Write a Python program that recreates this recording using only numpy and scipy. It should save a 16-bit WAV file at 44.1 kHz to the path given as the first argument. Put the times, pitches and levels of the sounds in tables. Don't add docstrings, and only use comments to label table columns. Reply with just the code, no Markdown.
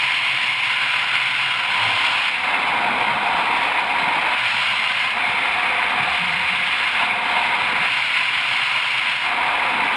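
import sys
import numpy as np
from scipy import signal
from scipy.fft import rfft, irfft
from scipy.io import wavfile
from scipy.ndimage import uniform_filter1d

SR = 44100
rng = np.random.default_rng(int(sys.argv[2]) if len(sys.argv) > 2 else 0)


def inscribe(sig):
    pcm = np.round(np.clip(np.atleast_2d(sig).T, -1, 1) * 32767)
    wavfile.write(sys.argv[1], SR, pcm.astype(np.int16))


N = 439236

# (frequency [Hz], spectral level [dB per Hz])
LEE_SPECTRUM = [(25, -126), (60, -100), (130, -74), (260, -77), (385, -81), (620, -71.5), (850, -64),
                (1250, -63.5), (1850, -59.5), (2400, -52.5), (3400, -60.5), (4400, -74), (5400, -80),
                (6000, -100)]
FACING_SPECTRUM = [(25, -106), (80, -83), (140, -71.5), (230, -66), (380, -69), (620, -60), (850, -51),
                   (1250, -58.5), (1880, -60.5), (2400, -55.5), (3300, -65), (4400, -79.5), (5400, -88.5),
                   (6000, -105)]
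# (frequency [Hz], width [Hz], lift in the lee [dB],
# lift facing the stream [dB], further lift in the arm's wake [dB])
HOUSING_MODES = [(523, 50, 1.5, 2, 4.5), (620, 83, 1.5, 0.5, -6), (723.5, 29, 5, 9.5, 4.5),
                 (786, 100, 3, 2, -4), (948, 91, 2.5, 8, -2), (1011.4, 92, 10, 2.5, -0.5),
                 (1168, 124, 1.5, 4, 1.5), (1660, 72, 2, 2, 0.5), (2140, 200, 5, 4.5, 0.5),
                 (2460, 180, 0, 2, -1.5), (2840, 100, 4.5, -5.5, 6), (3540, 230, -0.5, 4, 2.5),
                 (3855, 200, -6, 2, 1.5), (4076, 330, 4.5, 4.5, 1), (4940, 250, 1, 4, 0)]
# (frequency [Hz], gain [dB])
MIRROR_RESPONSE = [(6000, 0.5), (7000, -9), (8000, -17.5), (9000, -27), (9800, -31.5), (11000, -44),
                   (12000, -57), (13000, -50), (14200, -44), (15200, -45)]
# (time [s], level [dB], pitch [Hz], bandwidth [Hz], length [s])
SLAP_EVENTS = [(1.768, -20, 2250, 1600, .005), (2.27, -24, 2250, 400, 0.036),
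               (2.92, -32.5, 233, 79.6, 0.092), (3.13, -38, 150, 110, 0.058), (4.03, -34, 180, 130.6, .014),
               (4.08, -33, 201, 130, .016), (5.246, -21, 2240, 350, 0.02), (5.295, -37, 184, 120, 0.03),
               (5.435, -19.5, 2230, 350, 0.016), (6.02, -33.5, 173, 120, 0.036),
               (7.111, -23, 2200, 300, .05), (7.135, -42, 169.6, 120, 0.026), (7.62, -46, 150, 110, 0.047),
               (7.82, -43, 140, 110, 0.053), (9.881, -16, 2460, 500, 0.004),
               (9.911, -19, 1700, 1896, 0.0038)]
# (middle of the move [s], duration of the move [s],
# exposure of the port [0 lee - 1 facing the stream], share of the arm's wake [0-1],
# howl round the housing's edge [dB], pitch of the buffeting eddies [Hz])
BODY_POSES = [(0, .1, 0.024, 0, 0.5, 290), (.72, 0.12, .1, 0.07, 7.5, 270), (1.64, 0.17, 0.3, 0, 5.5, 272),
              (2.3, .1, .48, 0.4, 0.5, 240), (2.45, 0.21, .93, 0.1, 2.5, 240), (2.7, .15, 1, 0, 3.5, 208),
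              (3.45, .25, 0.91, 0.03, 1, 302), (4.35, 0.23, 0.25, 0.03, 4.5, 220),
              (5.15, 0.1, 0.89, 0.57, 0.5, 215), (6.14, .1, .66, .85, -0.5, 205),
              (6.66, .12, .56, 0.54, 1, 230), (6.99, 0.23, 1, 0.62, 1.5, 216),
              (7.64, 0.16, .8, 0.5, 1, 190), (7.869, .16, 0.091, 0, 4.5, 270),
              (9.28, 0.15, 0.97, 0.4, 1.5, 280)]
# (time [s], length [s], lift [dB], pitch [Hz])
GUST_EVENTS = [(0.107, 0.039, 2.5, 2000), (1.437, 0.11, 12, 100), (1.867, 0.14, 14, 109.5),
               (1.868, 0.34, 11, 550), (2.08, 0.51, 3.5, 5500), (2.148, 0.081, 3, 895),
               (2.92, .55, 8.5, 125.8), (3.61, .12, 2.5, 4000), (3.773, .04, 3, 2000), (4.12, .2, 0.5, 850),
               (4.277, 0.16, 2, 1500), (4.46, 0.071, 8, 100), (4.62, 0.33, 2.5, 3980),
               (5.75, 0.36, 1, 1600), (6.021, .25, 9.5, 140), (6.11, 0.064, 3.5, 850),
               (6.137, 0.12, 3, 4000), (6.35, .5, 3.5, 88), (6.8, 0.84, 1.5, 4000),
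               (7.026, 0.046, 5.5, 900), (7.04, 0.085, 4, 3520), (7.445, 0.43, 2.5, 4000),
               (7.377, 0.044, 11, 550), (7.53, 0.07, 2.5, 1000), (7.72, 0.24, 3.5, 250),
               (7.85, .14, 3.5, 2710), (8.17, 0.066, 4.5, 2500), (9.277, .07, 3.5, 850),
               (9.474, .2, 1.5, 700), (9.78, .16, 7, 452)]
# (time [s], length [s], drop [dB])
LULL_EVENTS = [(0.576, 0.055, 1.5), (1.65, 0.064, 2), (2.36, 0.17, 2.5), (3.12, .2, 0.5), (3.717, .05, 1),
               (3.842, .12, 1.5), (4.363, 0.031, 2), (5.135, 0.072, 2), (7.174, 0.12, 2),
               (9.186, 0.086, 1.5), (9.326, .1, 1.5)]
# (low edge [Hz], high edge [Hz], level in the lee [dB],
# level facing the stream [dB], change in the arm's wake [dB], rms flutter [dB])
BUFFET_BAND = (32, 547, -48.5, -36.5, -4, 1.2)
ROAR_BAND = (553, 1231, -31.5, -22.5, -5.5, 0.84)
RUSH_BAND = (1253, 2594, -22.5, -23, 0.8, 0.57)
HISS_BAND = (2603, 7230, -24.6, -29, -0.2, 0.82)
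# (level in the lee [dB], level facing the stream [dB])
HUM_LEVELS = [(-51, -56), (-67.5, -59)]

HOWL_HZ, HOWL_WIDTH_HZ = 1435, 310
GUST_OCTAVES = 1.12
SHED_LEE_HZ, SHED_FACING_HZ = 133, 63
CAVITY_HZ, CAVITY_WIDTH_HZ, CAVITY_DB = 173, 27, 24
RECORDER_HZ = 12000
BAND_LIMIT_HZ = 15300
FRAME_SIZE, HOP = 2048, 512
TIME = np.arange(N) / SR
FRAME_TIME = np.arange(N // HOP + 3) * HOP / SR
BIN_HZ = np.fft.rfftfreq(FRAME_SIZE, 1 / SR)


def gain_of(db):
    return 10 ** (np.asarray(db) / 20)


def evened(x):
    return x / np.sqrt(np.mean(x ** 2) + 1e-20)


def read_spectrum(points, hz):
    point_hz, db = np.transpose(points)
    return np.interp(np.log(hz + 1), np.log(point_hz), db)


def hump(offset, width):
    return 0.5 ** ((2 * offset / width) ** 2)


def resonance(hz, width_hz):
    return hump(BIN_HZ - hz, width_hz)


def per_sample(by_frame):
    return np.interp(TIME, FRAME_TIME, by_frame)


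def wander(slow_hz, fast_hz):
    hz = np.fft.rfftfreq(N, 1 / SR)
    shape = hz / np.hypot(hz, slow_hz) / (1 + (hz / fast_hz) ** 2)
    return evened(irfft(rfft(rng.standard_normal(N)) * shape, N))


def patches(frames, bins):
    field = rng.standard_normal((len(FRAME_TIME), len(BIN_HZ)))
    field = uniform_filter1d(field, frames, axis=0)
    return evened(uniform_filter1d(field, bins, axis=1))


def pose(t):
    rows = np.array(BODY_POSES)
    state = rows[0, 2:, None] + np.zeros(len(t))
    for before, after in zip(rows, rows[1:]):
        progress = np.clip((t - after[0]) / after[1], -0.5, 0.5)
        eased = 0.5 + 0.5 * np.sin(np.pi * progress)
        state = state + np.outer(after[2:] - before[2:], eased)
    return np.clip(state[0], 0, 1), *state[1:]


def surge_db(hz):
    gusts = sum(db * hump(FRAME_TIME - s, length) * hump(np.log2(hz / gust_hz), GUST_OCTAVES)
                for s, length, db, gust_hz in GUST_EVENTS)
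    lulls = sum(db * hump(FRAME_TIME - s, length) for s, length, db in LULL_EVENTS)
    return gusts - lulls


def vortex_hum(jitter=0.045, throb_db=2.0, fuzz=0.55):
    exposure, wake, _, _ = pose(FRAME_TIME)
    shed_hz = SHED_LEE_HZ + exposure * (SHED_FACING_HZ - SHED_LEE_HZ)
    unsteady_hz = per_sample(shed_hz) * (1 + jitter * wander(slow_hz=3.5, fast_hz=30))
    phase = 2 * np.pi * np.cumsum(unsteady_hz) / SR
    out = np.zeros(N)
    for multiple, (lee_db, facing_db) in enumerate(HUM_LEVELS, 1):
        level_db = lee_db + exposure * (facing_db - lee_db) + surge_db(multiple * shed_hz)
        level_db += wake * CAVITY_DB * hump(multiple * shed_hz - CAVITY_HZ, CAVITY_WIDTH_HZ)
        uneven = 1 + fuzz * (wander(slow_hz=4, fast_hz=12) + 1j * wander(slow_hz=4, fast_hz=11))
        tone = evened((uneven * np.exp(1j * multiple * phase)).real)
        out += tone * gain_of(per_sample(level_db) + throb_db * wander(slow_hz=4, fast_hz=15))
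    return out


def slaps():
    out = np.zeros(N)
    for s, db, hz, width_hz, length in SLAP_EVENTS:
        near = abs(TIME - s) < 2 * length
        swell = hump(TIME[near] - s, length)
        bandpass = np.fft.fftshift(irfft(resonance(hz, width_hz)))
        noise = signal.fftconvolve(rng.standard_normal(SR), bandpass, "valid")
        burst = swell * noise[:len(swell)]
        burst *= np.linalg.norm(swell) / np.linalg.norm(burst)
        out[near] += gain_of(db) * burst
    return out


def housing_colour(eddy_db=4.5, eddy_width_hz=90, patchy_db=1.0):
    exposure, wake, howl_db, eddy_hz = (column[:, None] for column in pose(FRAME_TIME))
    lee_db, facing_db, wake_db = sum(np.outer(lifts, resonance(hz, width_hz))
                                     for hz, width_hz, *lifts in HOUSING_MODES)
    db = (1 - exposure) * (read_spectrum(LEE_SPECTRUM, BIN_HZ) + lee_db)
    db += exposure * (read_spectrum(FACING_SPECTRUM, BIN_HZ) + facing_db)
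    db += wake * wake_db
    db += howl_db * resonance(HOWL_HZ, HOWL_WIDTH_HZ)
    db += eddy_db * resonance(eddy_hz, eddy_width_hz)
    return gain_of(db + patchy_db * patches(frames=9, bins=6))


def eddies(colour, low_hz, high_hz):
    low_edge = 1 + (low_hz / (BIN_HZ + 1)) ** 20
    high_edge = 1 + (BIN_HZ / high_hz) ** 20
    shape = colour / np.sqrt(low_edge * high_edge)
    shape /= np.linalg.norm(shape, axis=1, keepdims=True)
    spectra = shape * (rng.standard_normal(shape.shape) + 1j * rng.standard_normal(shape.shape))
    noise = signal.istft(spectra.T, nperseg=FRAME_SIZE, noverlap=FRAME_SIZE - HOP)[1]
    return evened(noise[:N])


def airstream():
    colour = housing_colour()
    exposure, wake, _, _ = pose(FRAME_TIME)
    flutter = wander(slow_hz=1.3, fast_hz=49)
    lumps = wander(slow_hz=5, fast_hz=25)
    out = np.zeros(N)
    for band, unrest in [(BUFFET_BAND, lumps), (ROAR_BAND, flutter),
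                         (RUSH_BAND, flutter), (HISS_BAND, flutter)]:
        low_hz, high_hz, lee_db, facing_db, wake_db, flutter_db = band
        level_db = lee_db + exposure * (facing_db - lee_db) + wake * wake_db
        level_db += surge_db((low_hz + high_hz) / 2)
        gain = gain_of(per_sample(level_db) + flutter_db * unrest)
        out += eddies(colour, low_hz, high_hz) * gain
    return out


def scene():
    return (vortex_hum() + slaps() + airstream())[None]


def record(dry):
    hz = np.fft.rfftfreq(N, 1 / SR)
    sampled = irfft(rfft(dry) * (hz < RECORDER_HZ / 2), N)
    mirrored = 2 * sampled * np.cos(2 * np.pi * RECORDER_HZ * TIME)
    fizz = irfft(rfft(mirrored) * gain_of(read_spectrum(MIRROR_RESPONSE, hz)), N)
    lowpass = signal.firwin(511, BAND_LIMIT_HZ, window=("kaiser", 9), fs=SR)
    return signal.oaconvolve(sampled + fizz, lowpass[None], "same")


dry = scene()
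out = record(dry)
inscribe(out)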